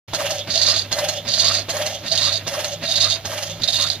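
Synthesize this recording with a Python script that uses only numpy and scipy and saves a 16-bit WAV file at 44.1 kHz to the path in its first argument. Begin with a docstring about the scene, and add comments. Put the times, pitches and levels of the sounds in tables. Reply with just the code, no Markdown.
"""A motor's hum comes first, then a knock and a scrape: a crank drives a hacksaw on a nearby workbench,
about 77 strokes a minute. On each return the blade scrapes, clacks, groans and squeaks by friction;
on each cut the teeth rasp and excite the resonances of the steel frame. The blade catches at the same
places on every pass, play in the linkage knocks at each reversal, and the hum swells under the load."""
import sys
import numpy as np
from scipy import signal
from scipy.fft import rfft, irfft
from scipy.io import wavfile
from scipy.ndimage import uniform_filter1d, minimum_filter1d

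SR = 44100
rng = np.random.default_rng(int(sys.argv[2]) if len(sys.argv) > 2 else 0)


def wav_out(sig):
    """Save sig, one row per channel (or a flat mono array), as 16-bit PCM at SR to the path in sys.argv[1]."""
    wavfile.write(sys.argv[1], SR, np.round(np.clip(np.atleast_2d(sig).T, -1, 1) * 32767).astype(np.int16))


N = 176400

def undb(db):
    return 10 ** (np.asarray(db) / 20)

def level(x, db):
    """Scale to an RMS level; levels within x remain only relative."""
    return x * undb(db) / np.sqrt(np.mean(x ** 2))

def clock():
    return np.arange(N) / SR

def bell(t, centre, sigma):
    return np.exp(-.5 * ((t - centre) / sigma) ** 2)

def walk(rate):
    """Low-pass random fluctuation with a spread near 1."""
    k = int(SR / rate)
    steps = np.repeat(rng.standard_normal(N // k + 1), k)
    return 1.33 * uniform_filter1d(uniform_filter1d(steps, k), k)[:N]

def per_bin(points):
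    """Interpolation of (frequency, value) rows on a logarithmic frequency axis."""
    hz, value = np.array(points, float).T
    return np.interp(np.log(np.fft.rfftfreq(N, 1 / SR) + 1), np.log(hz), value)

def colour(x, points, modes=()):
    """Minimum-phase filter: a broad spectral envelope plus resonance peaks."""
    f = np.fft.rfftfreq(N, 1 / SR)
    db = per_bin(points) + sum(lift / (1 + (2 * (f - hz) / width) ** 2) for hz, width, lift in modes)
    cepstrum = irfft(np.log(undb(db)), N)
    cepstrum[1:N // 2] *= 2
    cepstrum[N // 2 + 1:] = 0
    return irfft(rfft(x) * np.exp(rfft(cepstrum)), N)

def grit(rate, spread_db, smooth):
    """Shot noise: random impulses of uneven size over Gaussian friction noise."""
    clicks = (rng.random(N) < rate / SR) * rng.choice([-1, 1], N)
    sizes = undb(spread_db * rng.standard_normal(N))
    return level(clicks * sizes, 0) + smooth * rng.standard_normal(N)

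def stroke(start, length, power, catches=()):
    """Sliding friction follows the crank's half sine of speed and jumps where the blade catches."""
    u = clock() - start
    inside = (u > 0) & (u < length)
    u, out = u[inside], np.zeros(N)
    boost_db = sum(db * bell(u, at, sigma) for at, sigma, db in catches)
    out[inside] = np.sin(np.pi * u / length) ** power * undb(boost_db)
    return out

def strikes(rows, click):
    """Impact excitation: an impulse of size click on a unit burst of exponentially decaying noise."""
    u, out = clock()[:4000], np.zeros(N)
    for s, db, decay in rows:
        first = int(s * SR)
        blow = np.exp(-u / decay) * rng.choice([-1, 1], len(u)) + click * (u == 0)
        out[first:first + len(u)] += undb(db) * blow[:N - first]
    return out

HUM_HZ, ROTOR_HZ = 100.1, 159.8
# Spectrum of the running drive (frequency [Hz], gain [dB])
DRIVE_SPECTRUM = [(20, -42), (44, -10.5), (98, 1), (462, -11), (600, -5.5), (1180, -15.5), (3600, -10),
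                  (5570, -19), (6370, -17), (8000, -31), (15000, -20)]
def motor():
    """Mechanical loading: late in each cut the mains hum swells and the rotor slows, over steady noise."""
    t = clock()
    load = sum(undb(scrape_db) * bell(t, s + 0.263, 0.088) for s, _, _, scrape_db, *_ in CUTS)
    hum = np.sin(2 * np.pi * HUM_HZ * t) * undb(8.5 * load + 0.73 * walk(9.85))
    rotor_hz = ROTOR_HZ * (1 - 0.0547 * load + 0.013 * walk(24.7))
    rotor = np.sin(2 * np.pi * np.cumsum(rotor_hz) / SR) * undb(-6 * load + 3.6 * walk(22.02))
    drive = colour(grit(rate=1600, spread_db=1, smooth=0.71), DRIVE_SPECTRUM)
    return level(hum, -40.5) + level(rotor, -48) + level(drive, -39)

# Modes of the steel frame, shared by impacts and scrapes (frequency [Hz], bandwidth [Hz], gain [dB])
FRAME_MODES = [(581, 38, 4.5), (662.7, 38, 13), (1602, 116, 6.5), (1850, 130, 8), (2037, 18.6, 11.5),
               (2797, 47, 9.5), (3185, 25, 9), (3434, 42, 9), (3733, 108, 9), (4069, 49, 9),
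               (4240, 53, 8.5), (4720, 150, 9), (5150, 110, 9.5), (6314, 360, 8), (11010, 1170, 9)]
# Knocks at the reversals (time [s], level [dB])
KNOCKS = [(0.135, -21.5), (0.475, -30), (0.917, -22.5), (1.253, -31), (1.688, -24.5), (2.034, -34),
          (2.468, -26.5), (2.818, -33), (3.251, -26), (3.6, -34)]
# Spectrum of a knock (frequency [Hz], gain [dB])
KNOCK_SPECTRUM = [(40, -7.5), (100, 9.5), (170, -2.5), (300, 1), (650, 1.5), (1000, -0.5), (2000, -13),
                  (4000, -5.5), (12000, -32)]
def linkage(rise_s=0.0035, decay_s=0.012):
    """Backlash: the joints clatter at each reversal, and the bench thumps as the load comes on."""
    t = clock()
    blows = sum(undb(db) * np.exp(-np.maximum(s - t, 0) / rise_s - np.maximum(t - s, 0) / decay_s)
                for s, db in KNOCKS)
    knocks = colour(blows * grit(rate=2600, spread_db=-5, smooth=0.75), KNOCK_SPECTRUM, FRAME_MODES)
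    take_up = sum(bell(t, s + 0.022, 0.0107) for s, *_ in CUTS)
    bench_spectrum = [(40, -13), (100, 8), (200, 1.5), (700, -26.5), (2000, -16), (6000, -53)]
    thumps = colour(take_up * rng.standard_normal(N), bench_spectrum, FRAME_MODES)
    return level(knocks, -43) + level(thumps, -51.5)

# Return strokes (start [s], duration [s], scrape [dB], groan [dB], squeak [dB])
RETURNS = [(0.134, 0.3, 0, 1, 4), (0.915, 0.3, 0, 1, 2.5), (1.69, 0.33, 0, 1, -0.5),
           (2.47, 0.31, -0.5, -2, -0.5), (3.251, 0.35, -1.5, -6.5, -2)]
# Catches on each return (time in stroke [s], half-width [s], gain [dB])
RETURN_CATCHES = [(0.002, 0.017, 26), (0.072, 0.021, 10.5), (0.132, 0.0071, 13), (0.18, 0.011, 15),
                  (0.219, 0.013, 10.5), (0.258, 0.011, 11.5)]
# Spectrum of the bright scrape (frequency [Hz], gain [dB])
RETURN_SPECTRUM = [(1200, -21), (2400, -0.5), (3100, 6), (3700, -1), (4250, 2), (5100, -1.5), (5800, 5),
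                   (6600, 1), (8800, -11.5), (10300, -22.5), (12700, -7), (14200, -23), (15200, -52)]
# Spectrum of the frame's rattle (frequency [Hz], gain [dB])
RATTLE_SPECTRUM = [(100, -26.5), (270, -1), (450, -3), (620, 2), (800, 4), (1020, 1.5), (1300, 2.5),
                   (1430, -0.5), (1900, 0.5), (2300, -1), (3000, -2.5), (5000, -9)]
def return_scrape():
    """Sliding friction: the unloaded blade skips back, and the frame's rattle dies along the stroke."""
    t = clock()
    force = sum(undb(db) * stroke(s, length, 0.44, RETURN_CATCHES) for s, length, db, *_ in RETURNS)
    friction = force * undb(0.88 * walk(400)) * grit(rate=1600, spread_db=3.5, smooth=0.33)
    scrape = colour(friction, RETURN_SPECTRUM, FRAME_MODES)
    shake = sum(undb(db) * bell(t, s + 0.072, 0.096) * stroke(s, length, 0.74, RETURN_CATCHES) ** 0.57
                for s, length, db, *_ in RETURNS)
    rattle = colour(shake * grit(rate=1100, spread_db=1.5, smooth=0.34), RATTLE_SPECTRUM, FRAME_MODES)
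    return level(scrape, -36) + level(rattle, -36.5)

# Impacts of the returning blade (time [s], level [dB], decay time [s])
CLACKS = [(0.147, -8, 0.01), (0.306, -10.5, .008), (0.927, -5.5, .006), (0.987, -8.5, 0.0082),
          (1.087, -5.5, 0.0065), (1.702, -9.5, 0.012), (1.768, -11, .004), (1.865, -10, 0.0045),
          (2.645, -8, 0.0039), (2.734, -17, 0.0072), (3.427, -21, 0.0046)]
def clacks():
    """Impulse response: the blade jumps in its slot and the frame rings."""
    spectrum = [(1500, -4), (3200, -4), (4300, 11), (5500, -0.5), (6600, 7.5), (8000, -2.5),
                (14000, -30.5)]
    return level(colour(strikes(CLACKS, click=2.5), spectrum, FRAME_MODES), -38.5)

# Swells of the groan (time in stroke [s], half-width [s], frequency [Hz], glide [Hz/s], level [dB])
GROANS = [(0.026, 0.014, 640, 1497, -12), (0.063, .012, 585, 1496, -2), (0.117, 0.013, 587, 1303, 1),
          (0.162, 0.011, 598, -600, -5), (0.185, .007, 615, 998, -6.5), (0.227, 0.013, 615, -600, -12.5),
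          (0.267, 0.012, 578, -200, -6.5), (0.329, 0.012, 582, -5, -18)]
# Spectrum of the growl (frequency [Hz], gain [dB])
GROWL_SPECTRUM = [(400, -34.5), (480, -25), (530, -2), (590, 8.5), (680, -6.5), (780, -1), (900, -20.5),
                  (1500, -49.5)]
def groan(shudder_hz=105.6, shudder_depth=0.18):
    """Stick-slip oscillation near the blade's bending note: gliding, shuddering swells over a growl."""
    t, tone = clock(), np.zeros(N)
    for at, sigma, hz, glide, db in GROANS:
        waver = 1 + 0.03 * walk(250)
        for s, _, _, stroke_db, _ in RETURNS:
            near = abs(t - s - at) < .08
            u = t[near] - s - at
            phase = 2 * np.pi * (np.cumsum((hz + glide * u) * waver[near]) / SR + rng.random())
            tone[near] += undb(db + stroke_db) * bell(u, 0, sigma) * np.sin(phase)
    shudder = 1 + shudder_depth * np.sin(2 * np.pi * np.cumsum(shudder_hz * (1 + .2 * walk(60))) / SR)
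    effort = sum(undb(db) * stroke(s, length, 0.89) for s, length, _, db, _ in RETURNS)
    growl = colour(effort * rng.standard_normal(N), GROWL_SPECTRUM)
    return level(tone * shudder * undb(0.53 * walk(120)), -35.5) + level(growl, -39)

# Return squeaks (time in stroke [s], half-width [s], frequency [Hz], bandwidth [Hz], level [dB])
SQUEAKS = [(0.07, 0.0056, 1820, 170, -1.5), (0.079, 0.0065, 1050, 297, 3.5), (0.132, 0.021, 2880, 900, 1.5),
           (0.266, 0.023, 3370, 600, -0.5)]
def squeaks():
    """Band-limited friction noise: the blade briefly rubs the side of its slot."""
    t, out = clock(), 0
    for at, sigma, hz, width, db in SQUEAKS:
        band = signal.butter(2, [hz - width / 2, hz + width / 2], "bandpass", fs=SR, output="sos")
        rub = sum(undb(stroke_db) * bell(t, s + at, sigma) for s, *_, stroke_db in RETURNS)
        out += rub * level(signal.sosfilt(band, rng.standard_normal(N)), db)
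    return level(out, -41.5)

# Cutting strokes (start [s], duration [s], rasp [dB], scrape [dB], blade ring [dB], upper rasp [dB])
CUTS = [(0.469, 0.4, -2, -1, 3.5, 7), (1.25, 0.4, -0.5, -0.5, 2.5, 5), (2.03, 0.4, -1.5, -1, 8, 2.5),
        (2.81, 0.39, -1, -1, 9, 1.5), (3.598, 0.39, 1, -4, 10, -3.5)]
# Catches on each cut (time in stroke [s], half-width [s], gain [dB])
CUT_CATCHES = [(0.036, 0.016, 12.5), (0.094, 0.017, 10), (0.15, 0.014, 11.5), (0.196, 0.012, 5.5),
               (.227, .015, 12.5), (0.303, 0.022, 10), (0.341, 0.011, 4)]
# Spectrum of the rasp (frequency [Hz], gain [dB])
RASP_SPECTRUM = [(1500, -31.5), (2400, -17.5), (2900, -10.5), (3900, -7), (4500, -0.5), (5000, -8),
                 (5500, -12.5), (6600, -7.5), (7200, -17.5), (8100, -13), (8700, -24.5), (13500, -26.5),
                 (15200, -41)]
def rasp(stall_db=-6, stall_s=0.004):
    """Forced vibration: tearing chips drive the frame and blade, which stalls just before each snag."""
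    t, out = clock(), 0
    stall = undb(stall_db * sum(bell(t, s - stall_s, stall_s) for s, *_ in SNAGS))
    chatter = undb(2.8 * walk(520) + 1.45 * walk(120))
    chips = stall * chatter * grit(rate=2400, spread_db=1.5, smooth=0.76)
    for s, length, db, _, ring_db, upper_db in CUTS:
        blade_ring, upper_rasp, chip_fizz = (3740, 340, ring_db), (5100, 4500, upper_db), (10500, 650, 2)
        modes = FRAME_MODES + [blade_ring, upper_rasp, chip_fizz]
        out += undb(db) * colour(chips * stroke(s, length, 0.97, CUT_CATCHES), RASP_SPECTRUM, modes)
    return level(out, -25)

# Spectrum of the low scrape (frequency [Hz], gain [dB])
CUT_SPECTRUM = [(80, -14), (250, -3), (460, -10), (560, 6.5), (700, -3.5), (950, -7.5), (1400, -4.5),
                (1800, -7), (2600, -1), (3600, -10.5), (8000, -28.5)]
def cut_scrape():
    """Friction under load: a low scrape swells as the blade bites and drops as it eases off."""
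    t, force = clock(), 0
    for s, length, _, db, *_ in CUTS:
        bite_db = 7.6 * bell(t, s + 0.031, 0.015) + 6.1 * bell(t, s + 0.24, 0.068)
        ease_db = -3.5 * bell(t, s + 0.374, 0.014)
        force += undb(db + bite_db + ease_db) * stroke(s, length, 0.2)
    friction = force * undb(2.95 * walk(70)) * grit(rate=2000, spread_db=3.5, smooth=1.0)
    return level(colour(friction, CUT_SPECTRUM, FRAME_MODES), -36)

def grunt(start_hz=322.3, fall_hz_per_s=3000):
    """Loading transient: the bench groans as each cut begins, in a short, rough, falling note."""
    t, out = clock(), 0
    for s, *_ in CUTS:
        hz = np.clip(start_hz - fall_hz_per_s * (t - s), HUM_HZ, start_hz) * (1 + 0.089 * walk(300))
        out += bell(t, s + 0.023, 0.021) * np.sin(2 * np.pi * np.cumsum(hz) / SR)
    return level(out, -54.5)

# Teeth passing the work (time in stroke [s], rate [Hz], level [dB])
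TOOTH_PASSAGE = [(.05, 560, -36), (.09, 670, -1.5), (.13, 830, -13.5), (.21, 1100, -5.5), (.24, 1190, 1),
                 (.266, 1290, 3), (0.284, 1250, -11), (.3, 800, -10), (.38, 255, -16)]
def teeth():
    """Periodic excitation: the tooth-passing frequency rises and falls with the blade's speed."""
    t, out = clock(), 0
    at, hz, db = np.array(TOOTH_PASSAGE).T
    for s, length, *_ in CUTS:
        uneven = 1 + .1 * walk(1200)
        phase = 2 * np.pi * np.cumsum(np.interp(t - s, at, hz) * uneven) / SR
        envelope = (t > s) * (t < s + length) * undb(np.interp(t - s, at, db))
        out += envelope * (np.sin(phase) + 0.2 * np.sin(2 * phase))
    rough = out * undb(3.5 * walk(250))
    return level(colour(rough, [(200, 6), (600, 2.5), (3000, -1.5)], FRAME_MODES), -41.5)

# Snags of single teeth (time [s], level [dB], decay time [s])
SNAGS = [(0.577, -5, .002), (0.615, -13, 0.0074), (0.660, -10, 0.0023), (0.700, -9, 0.0048),
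         (0.760, -14, 0.0025), (1.337, -11, 0.0055), (1.395, -7, 0.0037), (1.482, -5, 0.0053),
         (2.115, -10.5, 0.0066), (2.176, -2, 0.0017), (2.257, -13, .003), (2.321, -14, 0.0065),
         (2.956, -9, 0.0017), (3.003, -10, 0.0022), (3.043, -5, 0.0024), (3.635, -10, 0.0076),
         (3.677, -11, 0.0083), (3.724, -14, 0.0037), (3.821, -14, 0.0022), (3.901, -8, 0.0034),
         (3.914, -11.5, 0.0044)]
# Spectrum of a snag (frequency [Hz], gain [dB])
SNAG_SPECTRUM = [(1500, -35.5), (3200, -16.5), (3900, 2.5), (4600, -1), (5200, -7.5), (6600, -12.5),
                 (9000, -36.5)]
def snags():
    """Sudden release: a caught tooth snaps free and excites the frame's modes."""
    return level(colour(strikes(SNAGS, click=2), SNAG_SPECTRUM, FRAME_MODES), -34.5)

# Thin chirp of the blade (time [s], half-width [s], frequency [Hz], level [dB])
CHIRPS = [(2.685, .003, 6270, -23)]
def chirp():
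    """Friction-excited tone: the blade's edge rubs and sings for an instant."""
    t = clock()
    waver = 1 + 0.0058 * walk(400)
    return sum(undb(db) * bell(t, s, sigma) * np.sin(2 * np.pi * np.cumsum(hz * waver) / SR)
               for s, sigma, hz, db in CHIRPS)

# Phase lead of left over right (frequency [Hz], phase [rad])
LEFT_LEAD = [(60, -.15), (250, -.25), (600, -.36), (1000, -.3), (1500, .35), (3500, -.5), (4800, -1.8),
             (6400, -2.3), (8300, -2.6), (15000, -3.1)]
# Nearby reflections (frequency [Hz], level [dB])
REFLECTIONS = [(100, -30), (650, -24), (1300, -11), (3000, -8), (5000, -9), (12000, -6)]
# Incoherent share of the left channel, from other parts of the saw (frequency [Hz], level [dB])
INCOHERENT_SHARE = [(40, -14), (100, -37), (600, -24), (1200, -4.5), (3000, -4.5), (5000, -5.5),
                    (12000, -4)]
def place(source, balance, t60_s=0.077):
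    """Interaural level and phase differences set the saw to the right, among short reflections."""
    t = clock()
    tail = rng.standard_normal((2, N)) * undb(-60 * t / t60_s) * (t > .001)
    tail /= np.sqrt(np.sum(tail ** 2, axis=1, keepdims=True))
    near, other = rfft(source()), rfft(source())  # two independent draws
    share = np.clip(undb(per_bin(INCOHERENT_SHARE)), 0, 1)
    heard = np.array([near * np.sqrt(1 - share ** 2) + other * share, near])
    sides = np.array([[.5], [-.5]])
    paths = np.exp(1j * sides * per_bin(LEFT_LEAD)) + rfft(tail) * undb(per_bin(REFLECTIONS))
    return irfft(heard * paths * undb(sides * per_bin(balance)), N)

# Left minus right for the cutting sounds (frequency [Hz], level difference [dB])
CUT_BALANCE = [(60, -7), (110, 2), (200, -1.5), (380, 2.5), (700, -1), (1290, -3), (2380, -0.5),
               (4400, -12.5), (8120, -3), (15000, 0)]
# Left minus right for the return, linkage and motor (frequency [Hz], level difference [dB])
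RETURN_BALANCE = [(60, -9.5), (110, 1), (200, -1), (380, 1), (700, -0.5), (1290, -4), (2380, -0.5),
                  (4400, -9), (8120, -4.5), (15000, 0.5)]
def scene():
    """Superposition of two groups of sources, each with its own stereo balance."""
    cut = place(lambda: rasp() + cut_scrape() + snags() + teeth() + grunt(), CUT_BALANCE)
    rest = place(lambda: return_scrape() + clacks() + squeaks() + chirp() + groan() + linkage() + motor(),
                 RETURN_BALANCE)
    return cut + rest

def record(dry, start_s=0.077, ceiling=0.95, limiter_s=0.002, cutoff_hz=15200):
    """Peak and band limiting: after a quick fade-in, a limiter holds the peaks and the top is cut."""
    x = dry * np.clip((clock() - start_s) / 0.0072, 0, 1)
    size = int(limiter_s * SR)
    needed_gain = ceiling / np.maximum(abs(x).max(axis=0), ceiling)
    gain = uniform_filter1d(minimum_filter1d(needed_gain, 2 * size), size)
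    return signal.sosfilt(signal.ellip(10, .2, 80, cutoff_hz, fs=SR, output="sos"), x * gain)

dry = scene()
out = record(dry)
wav_out(out)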